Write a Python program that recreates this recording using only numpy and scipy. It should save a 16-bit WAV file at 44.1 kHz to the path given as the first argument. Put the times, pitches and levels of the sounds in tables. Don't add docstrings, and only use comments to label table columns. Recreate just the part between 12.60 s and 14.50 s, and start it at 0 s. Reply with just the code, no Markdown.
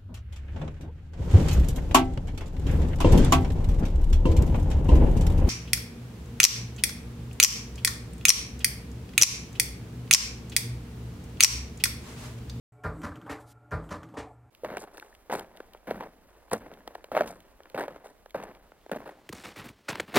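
import sys
import numpy as np
from scipy import signal
from scipy.fft import rfft, irfft
from scipy.io import wavfile

SR = 44100
rng = np.random.default_rng(int(sys.argv[2]) if len(sys.argv) > 2 else 0)


def unload_audio(sound):
    columns = np.transpose(np.atleast_2d(sound))
    steps = np.round(np.clip(columns, -1, 1) * 32767)
    wavfile.write(sys.argv[1], SR, steps.astype(np.int16))


N = 83790
T = np.arange(N) / SR
HZ = np.maximum(np.arange(N // 2 + 1) * SR / N, 1)

# (frequency [Hz], side over mid [dB])
STEREO_WIDTH = [(2000, -75), (4000, -42), (7000, -6.5), (13000, -5)]
# (frequency [Hz], level [dB])
MOTOR_TONES = [(119, -58), (297, -74.5), (428, -74.5), (588, -77.5), (728, -72), (846, -78), (1098, -81.5),
               (1335, -76), (1400, -76), (2280, -91.5)]
# (time [s], gain [dB])
OVERTONE_GAIN = [(.12, -3.5), (.2, 5), (.9, 1), (1.1, 1), (1.7, -8), (1.9, -9.5)]
HISS_GAIN = [(0.119, -2), (.23, -11), (.4, 10.5), (.62, -5), (.8, 5), (.96, -18), (1.09, -35), (1.25, 6.5),
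             (1.5, -5.5), (1.74, -2), (1.79, -31)]
SWISH_GAIN = [(.75, -41), (.78, -27), (.81, -4), (.852, -21.5), (0.879, -6), (.905, -2.5), (.925, -3),
              (.945, -43)]
# (frequency [Hz], density [dB/Hz])
RUNNING_SPECTRUM = [(25, -102), (65, -84), (190, -97.5), (300, -89.5), (480, -100), (780, -95.5),
                    (1050, -103), (1400, -104), (2300, -112), (3200, -123), (6000, -128), (8000, -122),
                    (10000, -128), (14000, -128)]
HISS_SPECTRUM = [(4500, -135), (6500, -122), (7900, -110), (9500, -121), (14000, -125)]
SWISH_SPECTRUM = [(800, -112), (1700, -96.5), (2600, -103), (3800, -98), (6000, -99.5), (8000, -99),
                  (10000, -99.5), (14000, -103)]
RUB_SPECTRUM = [(40, -104), (160, -66.5), (240, -74), (305, -61.5), (420, -85.5), (1500, -91), (2600, -104),
                (4200, -107), (5600, -114), (8000, -111), (10500, -117), (14000, -118)]
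SING_SPECTRUM = [(600, -115), (690, -82), (732, -68), (780, -81), (850, -79), (930, -104), (1050, -112),
                 (2000, -150)]
TAP_SPECTRUM = [(300, -93), (900, -81.5), (1500, -69), (1900, -87), (2600, -100), (8000, -120)]
TICK_SPECTRUM = [(300, -88), (1500, -81), (2300, -90), (3150, -91.5), (4100, -103), (6500, -97),
                 (10000, -107), (14000, -99)]
# (start [s], end [s], gain [dB])
RUB_SPANS = [(.27, .66, -4.5), (1.14, 1.53, -7)]
SING_SPANS = [(.75, .8, -8), (1.635, 1.715, -0.5)]
# (time [s], gain [dB])
PANEL_TAPS = [(0.52, -1.5), (.562, -4), (0.62, -5.5), (.786, -8), (1.42, -14)]
# (time [s], gain [dB], ping gain [dB], sizzle [dB])
TICKS = [(0.236, 0.5, -24, 1), (0.367, -24, -3, 0), (0.4173, 2.5, -5.5, -2), (0.5566, 0.5, -2.5, -3),
         (0.615, -6.5, -1, -1), (0.663, -15, 4, 2), (1.109, -1, -27, -2), (1.24, -11, -14, 0),
         (1.2908, 0.5, -2, -1), (1.4312, 2.5, -7.5, -8), (1.4884, -10, -9, -4), (1.5403, -11, -7, -2)]
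# (time [s], level [dB])
SPRING_BUMPS = [(0.27, -31), (0.341, -48), (0.45, -36.5), (.505, -33), (0.741, -41), (.845, -45.5),
                (1.147, -28.5), (1.38, -40), (1.611, -55), (1.85, -51.5)]
# (time [s], level [dB], frequency [Hz])
WALL_KNOCKS = [(.437, -31.5, 226.3), (.694, -37.5, 285), (1.314, -38, 226), (1.575, -34.5, 283)]
# (frequency [Hz], t60 [s], thump level [dB], clack level [dB], rattle level [dB])
CABINET_MODES = [(55.2, 0.52, -31, -49, -56), (66.1, 0.58, -48, -50, -48), (87.8, 0.33, -32.5, -40.5, -46),
                 (119.7, 0.29, -34, -44, -47), (161, 0.82, -35, -46, -61), (175.4, 0.49, -57, -44.5, -55.5),
                 (212, .35, -47.5, -52, -59), (284.2, 0.22, -43, -41, -40.5), (311, 0.38, -51, -62, -50.5),
                 (327.8, .5, -49.5, -52.5, -53), (422.2, .3, -44.5, -54, -51.5),
                 (440.6, 0.37, -38, -53.5, -38.5), (483, 0.45, -47, -51.5, -56), (578, .4, -44, -44, -44.5),
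                 (620, 0.31, -39, -46.5, -50), (745, 0.24, -45, -54, -50), (802, 0.3, -47.5, -63, -49.5),
                 (842.4, 0.64, -54.5, -54.5, -49), (986, 0.25, -41.5, -45.5, -53.5),
                 (1027, 0.18, -43.5, -46.5, -67), (1204, 0.25, -39.5, -51.5, -47),
                 (1222, 0.22, -43, -48, -54), (1389, 0.11, -29.5, -45, -53), (1584, 0.14, -39, -62, -67),
                 (1730, 0.41, -76, -50.5, -54.5), (1830, 0.17, -46, -81, -44.5),
                 (1870, 0.19, -52, -59, -46.5), (2153, 0.076, -62, -70, -49), (2378, 0.15, -50.5, -63, -76)]
# (frequency [Hz], base t60 [s])
PANEL_DECAY = [(60, 0.17), (250, 0.38), (700, 0.48), (1500, 0.24), (3500, 0.2), (9000, 0.18), (14000, 0.2)]
# (frequency [Hz], density [dB/Hz])
THUMP_SPECTRUM = [(30, -77), (60, -67), (200, -69), (500, -66), (800, -72), (1000, -70), (1500, -66.5),
                  (2100, -77.5), (2800, -92.5), (4800, -92), (5800, -99), (9000, -99), (14000, -105)]
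CLACK_SPECTRUM = [(30, -80), (80, -83), (250, -63), (500, -74), (800, -76.5), (1200, -66.5), (1900, -74),
                  (2700, -87.5), (5000, -88), (9000, -95), (14000, -102)]
CATCH_SPECTRUM = [(60, -79), (280, -69.5), (500, -72), (1100, -73.5), (1500, -91), (2300, -101.5),
                  (3200, -100), (7000, -110), (14000, -114)]
RATTLE_SPECTRUM = [(30, -75), (170, -90), (290, -61), (500, -74), (850, -71.5), (1400, -73.5), (2000, -76),
                   (3200, -85.5), (5500, -90), (8500, -92), (12000, -100), (14000, -101)]
# (time [s], gain [dB], upper-panel clatter [dB], sizzle [dB])
TUB_THUMPS = [(.238, -1.5, 0.5, -1.5), (1.113, -1, -0.5, -3.5)]
TUB_CLACKS = [(.428, -1.54, 1, -1), (1.303, -0.29, -3.1, -4)]
TUB_CATCHES = [(.661, -2.2, 13, 4), (1.537, -2.2, -1, -1)]
TUB_RATTLES = [(.692, -0.48, 2, 0), (1.567, -0.71, -2.9, -8.5)]


def from_db(db):
    return 10 ** (np.asarray(db) / 20)


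def at_hz(table, hz):
    table_hz, values = np.transpose(table)
    return np.interp(np.log(hz), np.log(table_hz), values)


def over_time(table):
    return np.interp(T, *np.transpose(table))


def sine(hz):
    return np.sin(2 * np.pi * hz * T)


def drift(rate_hz):
    slow = irfft(rfft(rng.standard_normal(N)) / (1 + (HZ / rate_hz) ** 2), N)
    return slow / slow.std()


def envelope(attack_s, hold_s, t60_s):
    rise = np.minimum(T / max(attack_s, 1e-4), 1)
    return rise * from_db(-60 * np.maximum(T - attack_s - hold_s, 0) / t60_s)


def swells(spans, rise_s, fall_s):
    return sum(from_db(db) * np.clip((T - start_s) / rise_s, 0, 1)
               * np.exp(-np.maximum(T - end_s, 0) / fall_s) for start_s, end_s, db in spans)


def place(sound, time_s, gain_db):
    start = int(np.clip(time_s * SR, 0, N - 1))
    return from_db(gain_db) * np.pad(np.atleast_2d(sound), ((0, 0), (start, 0)))[:, :N]


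def room_noise(spectrum, notch_hz=366, notch_width_hz=24.4, notch_db=-17):
    mid, side = rfft(rng.standard_normal((2, N)))
    stereo = mid + side * from_db(at_hz(STEREO_WIDTH, HZ)) * [[1], [-1]]
    room_db = notch_db * np.exp(-((HZ - notch_hz) / notch_width_hz) ** 2)
    return irfft(stereo * from_db(at_hz(spectrum, HZ) + room_db) * np.sqrt(SR / 2), N)


def brighten(sound, clatter_db, sizzle_db, clatter_hz=1630, width_octaves=0.47, sizzle_hz=10050):
    bell = np.exp(-(np.log2(HZ / clatter_hz) / width_octaves) ** 2)
    shelf = 1 / (1 + (sizzle_hz / HZ) ** 10)
    return irfft(rfft(sound) * from_db(clatter_db * bell + sizzle_db * shelf), N)


def motor(hum_waver_db=2.2, overtone_waver_db=5.0, pitch_wander=0.00676):
    out = room_noise(RUNNING_SPECTRUM)
    overtone_db = over_time(OVERTONE_GAIN)
    for k, (hz, db) in enumerate(MOTOR_TONES):
        phase = 2 * np.pi * hz * (T + pitch_wander * np.cumsum(drift(27.5)) / SR)
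        swing_db = overtone_db + overtone_waver_db * drift(22) if k else hum_waver_db * drift(12)
        out = out + np.sqrt(2) * from_db(db + swing_db) * np.sin(phase)
    return out


def drive_hiss():
    return room_noise(HISS_SPECTRUM) * from_db(over_time(HISS_GAIN))


def swish():
    return room_noise(SWISH_SPECTRUM) * from_db(over_time(SWISH_GAIN))


def drive_rub():
    return room_noise(RUB_SPECTRUM) * swells(RUB_SPANS, rise_s=0.059, fall_s=0.021)


def panel_sing():
    return room_noise(SING_SPECTRUM) * swells(SING_SPANS, rise_s=0.03, fall_s=0.017)


def panel_taps():
    shape = envelope(attack_s=0.0012, hold_s=0, t60_s=0.07)
    return sum(place(room_noise(TAP_SPECTRUM) * shape, time_s, db) for time_s, db in PANEL_TAPS)


def ticks(ping_hz=3110):
    contact = envelope(attack_s=0.00071, hold_s=0.00072, t60_s=0.034)
    room_tail = from_db(-10.5) * envelope(attack_s=0.015, hold_s=0, t60_s=0.081)
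    ping = from_db(-45) * envelope(attack_s=0.00046, hold_s=0, t60_s=0.014) * sine(ping_hz)
    out = 0
    for time_s, db, ping_db, sizzle_db in TICKS:
        burst = room_noise(TICK_SPECTRUM) * (contact + room_tail)
        tick = brighten(burst, 0, sizzle_db) + from_db(ping_db) * ping
        out = out + place(tick, time_s, db)
    return out


def spring_bumps():
    push = envelope(attack_s=0.008, hold_s=0, t60_s=0.062) * sine(hz=80)
    return sum(place(push, time_s, db) for time_s, db in SPRING_BUMPS)


def wall_knocks():
    shape = envelope(attack_s=0.0055, hold_s=0.003, t60_s=0.067)
    return sum(place(shape * sine(hz), time_s, db) for time_s, db, hz in WALL_KNOCKS)


def cabinet(blow, base_attack_s, attack_cycles):
    column = ("thump", "clack", "rattle").index(blow)
    out = 0
    for k, (hz, t60_s, *levels_db) in enumerate(CABINET_MODES):
        shape = envelope(base_attack_s + attack_cycles / hz, 0, t60_s)
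        out = out + (-1) ** k * from_db(levels_db[column]) * shape * sine(hz)
    return out


def panels(spectrum, attack_s, hold_s, t60_scale, chatter_db):
    bins = rfft(room_noise(spectrum))
    edges_hz = np.geomspace(20, 20000, 11)
    out = 0
    for low_hz, high_hz in zip(edges_hz, edges_hz[1:]):
        band = irfft(bins * (HZ >= low_hz) * (HZ < high_hz), N)
        t60_s = t60_scale * at_hz(PANEL_DECAY, np.sqrt(low_hz * high_hz))
        out = out + band * envelope(attack_s, hold_s, t60_s)
    chatter = from_db(chatter_db * drift(110))
    return out * chatter / np.sqrt(np.mean(chatter ** 2))


def blows(events, spectrum, repeat_share, modes=0, **panel_settings):
    repeated = np.sqrt(repeat_share) * panels(spectrum, **panel_settings)
    out = 0
    for time_s, db, clatter_db, sizzle_db in events:
        fresh = np.sqrt(1 - repeat_share) * panels(spectrum, **panel_settings)
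        blow = brighten(modes + repeated + fresh, clatter_db, sizzle_db)
        out = out + place(blow, time_s, db)
    return out


def tub():
    thumps = blows(TUB_THUMPS, THUMP_SPECTRUM, repeat_share=0.94,
                   modes=cabinet("thump", base_attack_s=0.017, attack_cycles=0.67),
                   attack_s=0.004, hold_s=0.016, t60_scale=1.37, chatter_db=0.5)
    clacks = blows(TUB_CLACKS, CLACK_SPECTRUM, repeat_share=0.77,
                   modes=cabinet("clack", base_attack_s=0.0101, attack_cycles=1.44),
                   attack_s=0.01, hold_s=0.0088, t60_scale=1.22, chatter_db=1.64)
    catches = blows(TUB_CATCHES, CATCH_SPECTRUM, repeat_share=0.94,
                    attack_s=0.006, hold_s=0.0053, t60_scale=1.0, chatter_db=0.0)
    rattles = blows(TUB_RATTLES, RATTLE_SPECTRUM, repeat_share=0.53,
                    modes=cabinet("rattle", base_attack_s=0.0023, attack_cycles=2.0),
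                    attack_s=0.0077, hold_s=0.024, t60_scale=1.0, chatter_db=1.0)
    return thumps + clacks + catches + rattles


def scene():
    impacts = tub() + wall_knocks() + spring_bumps() + ticks() + panel_taps()
    return impacts + motor() + drive_rub() + panel_sing() + drive_hiss() + swish()


def record(dry, low_cut_hz=49, start_s=0.12, high_cut_hz=14450):
    thin = signal.sosfilt(signal.butter(2, low_cut_hz, "high", fs=SR, output="sos"), dry)
    fade_in = np.clip((T - start_s) / 0.0034, 0, 1)
    top_cut = np.clip((high_cut_hz - HZ) / 150 + 0.5, 0, 1)
    return irfft(rfft(thin * fade_in) * top_cut, N)


dry = scene()
out = record(dry)
unload_audio(out)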